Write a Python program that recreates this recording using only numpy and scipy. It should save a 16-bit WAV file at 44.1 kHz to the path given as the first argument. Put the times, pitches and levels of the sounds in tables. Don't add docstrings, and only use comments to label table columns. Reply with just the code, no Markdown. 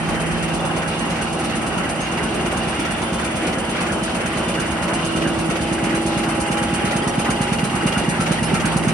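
import sys
import numpy as np
from scipy import signal
from scipy.fft import rfft, irfft, next_fast_len
from scipy.io import wavfile
from scipy.ndimage import uniform_filter1d

SR = 44100
rng = np.random.default_rng(int(sys.argv[2]) if len(sys.argv) > 2 else 0)


def generate_wav(sig):
    pcm = np.round(np.clip(np.atleast_2d(sig).T, -1, 1) * 32767).astype(np.int16)
    wavfile.write(sys.argv[1], SR, pcm)


N = 393813
TIME, BIN_HZ = np.arange(N) / SR, np.fft.rfftfreq(N, 1 / SR)
STROKE_HZ, FIRST_STROKE_S = 8.864, .0715
SHAFT_HZ = 27.37


def undb(db):
    return 10 ** (np.asarray(db) / 20)


def level(x, db=0):
    return x * undb(db) / np.sqrt(np.mean(x ** 2))


def curve(table):
    return np.interp(TIME, *np.transpose(table))


def per_bin(table):
    hz, value = np.transpose(table)
    return np.interp(np.log(BIN_HZ + 1), np.log(hz), value)


def colour(x, spectrum):
    return irfft(rfft(x) * undb(per_bin(spectrum)), N)


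def wander(rate):
    k = int(SR / rate)
    held = np.repeat(rng.standard_normal(N // k + 2), k)
    return 1.3 * uniform_filter1d(uniform_filter1d(held, k), k)[:N]


def modes(table):
    t = np.arange(SR) / SR
    return sum(undb(db - 60 * t / t60) * np.sin(2 * np.pi * hz * t) for hz, db, t60 in table)


def ring(x, response):
    lead = round(9 * SR / STROKE_HZ)
    size = next_fast_len(lead + N + SR)
    running = np.concatenate([x[..., :lead], x], axis=-1)
    return irfft(rfft(running, size) * rfft(response, size), size)[..., lead:lead + N]


def impulses(s, db):
    heard = (s >= 0) & (s < (N - 1) / SR)
    return np.bincount((s[heard] * SR).astype(int), undb(db)[heard], N)


def strokes(distance, delay_s, scatter_db, accent_db=0):
    k = np.arange(-1, N / SR * STROKE_HZ)
    s = FIRST_STROKE_S + k / STROKE_HZ
    arrival_s = s + delay_s + np.interp(s, TIME, distance) / 343
    first_of_turn = k % 3 == 0
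    return impulses(arrival_s, scatter_db * rng.standard_normal(len(s)) + accent_db * first_of_turn)


def bursts(hits, rise_s, open_s):
    t = np.arange(SR // 8) / SR
    return ring(hits, (1 - np.exp(-t / rise_s)) * np.exp(-(t / open_s) ** 2))


def wide_noise():
    return rng.standard_normal((2, N)) + rng.standard_normal(N)


# (frequency [Hz], correlation before clipping)
HALL_LIKENESS = [(50, 1), (150, 0.94), (300, 0.87), (600, 0.59), (1200, 0.68), (1700, 0.051), (2500, 0.38),
                 (3400, -0.65), (4500, 0.045), (5700, 0.28), (7300, -0.72), (8220, -1.48)]
def diffuse():
    alike = np.clip(per_bin(HALL_LIKENESS), -.995, .995)
    mid, side = irfft(rfft(rng.standard_normal((2, N))) * np.sqrt([1 + alike, 1 - alike]), N)
    return level(np.array([mid + side, mid - side]))


# (frequency [Hz], relative level [dB])
ROLLER_SPECTRUM = [(20, -22), (40, -34), (70, -2.5), (110, -14), (190, -5), (340, 1), (450, -5.5),
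                   (700, -4), (900, -7), (1400, -7.5), (1800, -10.5), (2700, -12), (4000, -21.5),
                   (11000, -34.5)]
def rollers(distance, rush_db=-24.5, falloff=.074, flicker_db=2, rumble_db=-35):
    noise = rfft(colour(diffuse(), ROLLER_SPECTRUM))
    octave = np.log2(BIN_HZ + 1)
    bands = (irfft(noise * np.maximum(1 - abs(octave - k), 0), N) for k in range(4, 15))
    rush = sum(band * undb(flicker_db * wander(20)) for band in bands)
    rumble = colour(diffuse(), [(60, -22), (115, 2), (200, 1), (340, 1.5), (480, -13), (2000, -66)])
    return level(rush, rush_db) / distance ** falloff + level(rumble / distance, rumble_db)


def pump_tones(tones, fade_db, fade_rate, spread, waver):
    turns = np.cumsum(SHAFT_HZ * (1 + waver * wander(9))) / SR
    out = np.zeros((2, N))
    for order, db, pan_db in tones:
        shift = spread * np.sqrt(order * SHAFT_HZ / 1000) * wander(2.5)
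        phase = 2 * np.pi * (order * turns + rng.random())
        pan = undb([[pan_db / 2], [-pan_db / 2]])
        amplitude = np.sqrt(2) * undb(db + fade_db * wander(fade_rate))
        out += pan * amplitude * np.sin(phase + np.array([shift, -shift]))
    return out


def standing_wave(distance, loud_m, spacing_m, reflected):
    echo = reflected * np.exp(2j * np.pi * (distance - loud_m) / spacing_m)
    return -20 * np.log10(abs(1 - echo))


# (shaft multiple, base level [dB], left minus right [dB],
# distance of a loud spot [m], spacing of loud spots [m], reflected share [0-1])
LOBE_TONES = [(3, -43.5, -1, 2, 2, .1), (18, -44.5, -1.5, 1.77, 2, .35), (21, -43.5, -2, 1.71, 1.75, .45),
              (24, -42.5, -3.5, 2.07, 2, .25), (27, -48.5, -4, 1.5, 2, .15), (28, -43, -2.5, 2.4, 1.5, .45),
              (33, -45, -4, 1.08, 2, .55), (36, -47.5, -.5, 1.29, .8, .35), (39, -51, .5, 2, 2, .1),
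              (42, -52.5, -.5, 1.74, .75, .25)]
# (shaft multiple, left minus right [dB], [(time [s], level [dB])])
LOUD_LOBE_TONES = [(6, -4.5, [(0, -28.5), (.4, -27.5), (.8, -32), (1.6, -36), (2.6, -34), (3.6, -44),
                   (5.3, -31.5), (6.9, -46), (7.6, -35), (8.2, -30), (8.93, -27)]), (12, -.5, [(0, -37),
                   (2.4, -35.5), (3.2, -38), (4.9, -34), (5.15, -28), (6.15, -26), (6.75, -29), (7.3, -42),
                   (8.2, -42), (8.93, -35)]), (30, -5, [(0, -39), (2.5, -39.5), (3.8, -42), (4.5, -38.5),
                   (5.2, -48), (5.7, -35), (6.9, -31), (7.7, -33), (8.93, -40)])]
def drone(distance):
    tones = [(order, db + standing_wave(distance, *wave), pan) for order, db, pan, *wave in LOBE_TONES]
    tones += [(order, curve(walk_db), pan) for order, pan, walk_db in LOUD_LOBE_TONES]
    return pump_tones(tones, fade_db=.6, fade_rate=5, spread=.5, waver=.0005)


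# (shaft multiple, base level [dB])
GEAR_TONES = [(95, -57), (97, -56), (98, -56), (102, -51), (105, -57), (106, -57), (111, -57), (113, -58),
              (121, -60), (128, -61), (129, -54.5), (130, -61)]
# (shaft multiple, [(time [s], base level [dB])])
LOUD_GEAR_TONES = [(103, [(0, -48), (.8, -48), (1.6, -42), (3.3, -44), (4, -51), (4.7, -47), (5.7, -50),
                   (7.25, -46), (7.58, -38), (7.76, -45), (7.88, -36.5), (8.05, -36), (8.2, -48),
                   (8.65, -42), (8.93, -46)]), (104, [(0, -47), (1, -40.5), (1.4, -50), (2, -52),
                   (2.6, -42), (3.3, -47), (4.2, -43), (5.3, -41), (5.65, -48), (6.4, -41), (7.3, -47),
                   (7.75, -44), (8, -38), (8.2, -48), (8.65, -43), (8.93, -45)]), (112, [(0, -44),
                   (.4, -43), (1.1, -52), (2.1, -54), (2.45, -42), (3.05, -46), (3.6, -41), (4.5, -44),
                   (6, -51), (6.8, -40.5), (7.4, -44), (7.8, -50), (8.93, -46)])]
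def whine(distance, gain_db=.3, falloff=.031, pan_db=-2, swell_db=5, swell_rate=2.33):
    surge_db = gain_db + 1.5 * wander(8)
    faint_db = surge_db - 20 * falloff * np.log10(distance)
    tones = [(order, db + faint_db + swell_db * wander(swell_rate), pan_db) for order, db in GEAR_TONES]
    tones += [(order, curve(walk_db) + surge_db, pan_db) for order, walk_db in LOUD_GEAR_TONES]
    return pump_tones(tones, fade_db=3.4, fade_rate=90, spread=.36, waver=.0008)


# (frequency [Hz], relative level [dB], t60 [s])
GUARD_MODES = [(363.3, 1, 0.13), (536, -2, 0.19), (614, -4, 0.31), (711, -5, 0.22), (948, -5.5, 0.24),
               (1305, -1, 0.12), (1440, -7.5, 0.16), (1512, -4.5, 0.18), (1906, -2.5, 0.12),
               (1954, -4.5, 0.21), (2190, -7, .06), (2330, -6, .1), (2680, -6, .06)]
def jangle(jangle_db=-33.5, knocks_per_s=22, scatter_db=3, spread=.75):
    out = 0
    for mode in GUARD_MODES:
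        knocks = (rng.random(N) < knocks_per_s / SR) * undb(scatter_db * rng.standard_normal(N))
        rung = signal.hilbert(modes([mode]))
        shift = spread * np.sqrt(mode[0] / 1000) * rng.choice([-1, 1])
        out = out + ring(knocks, np.real(rung * np.exp(1j * np.array([[shift], [-shift]]))))
    return level(out, jangle_db)


# (time into the turn [s], length [s], resonance [Hz], width [Hz],
# gain at 1 m [dB], falloff [power of distance])
ROLL_CONTACTS = [(.003, 0.073, 1346, 211, -29, 1.3), (0.077, 0.026, 1926, 280, -31, 0.26),
                 (0.083, 0.073, 1360, 230, -30, 1.3), (0.1, 0.049, 1577, 350, -31.5, .1),
                 (0.186, 0.02, 1950, 240, -32, 1), (0.281, 0.029, 1545, 300, -32.5, 0.34),
                 (0.3, 0.021, 2035, 300, -29, 0.77), (0.313, 0.016, 364, 140, -17.5, 2.5)]
def clanks(distance, scatter_db=2.1, grain_db=3, rise_s=.0026):
    turns_s = FIRST_STROKE_S + 3 * np.arange(-1, N / SR * STROKE_HZ / 3) / STROKE_HZ
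    out = 0
    for at_s, length_s, ring_hz, width_hz, db, falloff in ROLL_CONTACTS:
        hits = impulses(turns_s + at_s, scatter_db * rng.standard_normal(len(turns_s)))
        chatter = bursts(hits, rise_s, length_s) * level(undb(grain_db * wander(400))) * wide_noise()
        resonance = 1 / (1 + 2j * (BIN_HZ - ring_hz) / width_hz) ** 2
        resonance /= np.sqrt(2 * np.mean(abs(resonance) ** 2))
        out = out + irfft(rfft(chatter) * resonance, N) * undb(db) / distance ** falloff
    return out


# (frequency [Hz], relative level [dB])
RATTLE_SPECTRUM = [(200, -28), (500, 7), (1050, -7.5), (1380, 0), (1750, -5), (2000, -1.5), (2350, 0.5),
                   (2800, -3), (4000, -12), (9000, -13)]
def rattle(distance, rattle_db=-34, falloff=.62, grain_db=1, swell_db=6.5, hardest_s=.14):
    on_beat = bursts(strokes(distance, delay_s=.0059, scatter_db=.8), rise_s=.0035, open_s=.031)
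    off_beat = bursts(strokes(distance, delay_s=.0613, scatter_db=.5), rise_s=.0035, open_s=.027)
    turn = np.cos(2 * np.pi * STROKE_HZ / 3 * (TIME - hardest_s))
    chatter = diffuse() * (on_beat + off_beat) * undb(grain_db * wander(400) + swell_db * turn)
    return level(colour(chatter, RATTLE_SPECTRUM) / distance ** falloff, rattle_db)


def clack(distance, steel, delay_s, db, falloff, contact_s, crack_db):
    contact = bursts(strokes(distance, delay_s, scatter_db=.8), rise_s=.0015, open_s=contact_s)
    crack = contact * wide_noise()
    ringing = level(ring(crack, modes(steel)))
    click = level(colour(crack, [(500, -20), (1200, 0), (6300, 0), (8000, -10)]), crack_db)
    return level((ringing + click) / distance ** falloff, db)


# (frequency [Hz], relative level [dB], t60 [s])
KNIFE_MODES = [(1320, -4, 0.079), (2415, 7, 0.054), (3600, 0, 0.055), (3980, -3.5, 0.15), (4750, -9, .04),
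               (5250, -4, 0.038), (5850, -12, .03), (6420, 9, 0.028)]
FINGER_MODES = [(2004, 3, 0.11), (3270, 9, 0.044), (3880, -5, 0.11), (4750, 0, 0.087), (5500, -12, 0.065)]
def clacks(distance):
    knife = clack(distance, KNIFE_MODES, delay_s=.0065, db=-45, falloff=.9, contact_s=.011, crack_db=-4)
    fingers = clack(distance, FINGER_MODES, delay_s=.062, db=-49, falloff=1.2, contact_s=.007,
                    crack_db=-9)
    return knife + fingers


# (frequency [Hz], relative level [dB])
JET_SPECTRUM = [(1500, -36), (3000, -62), (4300, 5.5), (5600, 1), (7000, 13.5), (9500, 17), (11000, 12),
                (12000, -99)]
def spits(distance, hiss_db=-34, falloff=.43, far_db=-6, snap_db=1.5, leak_db=-12.5, left_lag_s=.000213):
    opening = strokes(distance, delay_s=.007, scatter_db=1.3, accent_db=-1.3)
    near = bursts(opening, rise_s=.0058, open_s=.035)
    far = bursts(strokes(distance, delay_s=.066, scatter_db=2.5), rise_s=.0074, open_s=.036)
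    seized = strokes(distance, delay_s=.0034, scatter_db=2)
    snap = undb(snap_db) * bursts(seized, rise_s=.0019, open_s=.016) / distance
    flow = np.sqrt(near ** 2 + (undb(far_db) * far) ** 2 + snap ** 2 + undb(leak_db) ** 2)
    flutter = undb(-wander(640))
    jet = colour(flow * flutter * rng.standard_normal(N), JET_SPECTRUM)
    left = irfft(rfft(jet) * np.exp(-2j * np.pi * BIN_HZ * left_lag_s), N)
    echoes = colour(diffuse() * flow ** 1.3, JET_SPECTRUM)
    hall = colour(echoes, [(5800, -16), (7200, -31)]) * undb([[-1.5], [1.5]])
    return (level(np.array([left, jet]), -1) + level(hall, -8)) * undb(hiss_db) / distance ** falloff


# (frequency [Hz], relative level [dB], t60 [s])
FRAME_MODES = [(54, 7.5, 0.23), (69.4, -0.5, 0.34), (106.5, -0.5, 0.3), (173.4, -15, 0.6), (229.3, 5, 0.46)]
def thumps(distance, pitch_hz=196, glide_per_s=48, width_s=.0032, hall_t60_s=1.0):
    t = np.arange(SR // 25) / SR - .02
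    cycles = pitch_hz * (1 - np.exp(-glide_per_s * t)) / glide_per_s
    whoop = np.cos(2 * np.pi * cycles) * np.exp(-.5 * (t / width_s - .25) ** 2)
    air = ring(strokes(distance, delay_s=-.02, scatter_db=.4, accent_db=.8), whoop)
    direct = air * undb(-6.5) / distance ** 1.73 * undb([[-.8], [.8]])
    boom = ring(strokes(distance, delay_s=-.02, scatter_db=1.8, accent_db=1.5), whoop)
    tail_s = np.arange(SR) / SR
    hall = ring(boom, diffuse()[:, :SR] * undb(-60 * tail_s / hall_t60_s))
    panels = modes(FRAME_MODES) * (1 - np.exp(-tail_s / .01))
    frame = ring(strokes(distance, delay_s=.00637, scatter_db=2), panels)
    return direct + level(hall / distance ** .51, -33) + level(frame, -35)


# (time [s], level [dB])
HEAVY_STROKES = [(1.091, -18.5), (1.768, -16), (2.445, -19.5), (3.121, -17.5), (3.459, -18.5), (3.797, -17),
                 (4.136, -20), (4.474, -22), (4.812, -17.5)]
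# (frequency [Hz], relative level [dB], t60 [s])
COVER_MODES = [(175, 0.5, 0.19), (202, 0, 0.11)]
def booms(rise_s=.004):
    knock = modes(COVER_MODES) * (1 - np.exp(-np.arange(SR) / SR / rise_s))
    return signal.fftconvolve(impulses(*np.transpose(HEAVY_STROKES)), knock)[:N]


# (time [s], pitch [Hz], half-length [s], level [dB],
# glide each side of the pitch [share], octave relative to the pitch [dB])
PAPER_SQUEAKS = [(2.03, 6400, .02, -37, .05, -20), (3.055, 5020, .022, -54, -.025, 16),
                 (7.094, 5800, .011, -36, .005, -20), (8.457, 5200, 0.017, -36, .05, 5)]
def squeaks(roughness=.0104):
    out = 0
    for s, hz, half_s, db, glide, octave_db in PAPER_SQUEAKS:
        age = (TIME - s) / half_s
        pitch_hz = hz * (1 + roughness * wander(1500) + glide * np.tanh(age / 2))
        phase = 2 * np.pi * np.cumsum(pitch_hz) / SR
        tone = np.sin(phase) + undb(octave_db) * np.sin(2 * phase)
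        out = out + undb(db) * np.exp(-.5 * age ** 2) * tone
    return out


# (time [s], level [dB])
SHARP_CRACKS = [(2.574, -33), (4.035, -31), (4.487, -37), (4.83, -38), (5.73, -32), (8.321, -28),
                (8.654, -33), (8.77, -30)]
def cracks(rise_s=.0012, open_s=.0074):
    envelope = bursts(impulses(*np.transpose(SHARP_CRACKS)), rise_s, open_s)
    return envelope * level(colour(wide_noise(), [(2000, -20), (4000, 3), (10000, -2)]))


# (time [s], distance to the suction rolls [m])
MIC_PATH = [(0, 2.61), (4.5, 1.99), (6.3, 1.65), (6.9, 1.44), (7.6, 1.23), (8.93, 1.12)]
def scene():
    distance = curve(MIC_PATH)
    suction = thumps(distance) + booms() + spits(distance)
    steel = rattle(distance) + clanks(distance) + clacks(distance) + jangle()
    folder = suction + steel + cracks() + squeaks() + rollers(distance)
    return folder * undb([[-.4], [.4]]) + drone(distance) + whine(distance)


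def record(dry, bass_hz=37, top_hz=11400):
    dry = signal.sosfilt(signal.butter(4, bass_hz, "high", fs=SR, output="sos"), dry)
    return signal.sosfilt(signal.ellip(10, .2, 80, top_hz, fs=SR, output="sos"), dry)


dry = scene()
out = record(dry)
generate_wav(out)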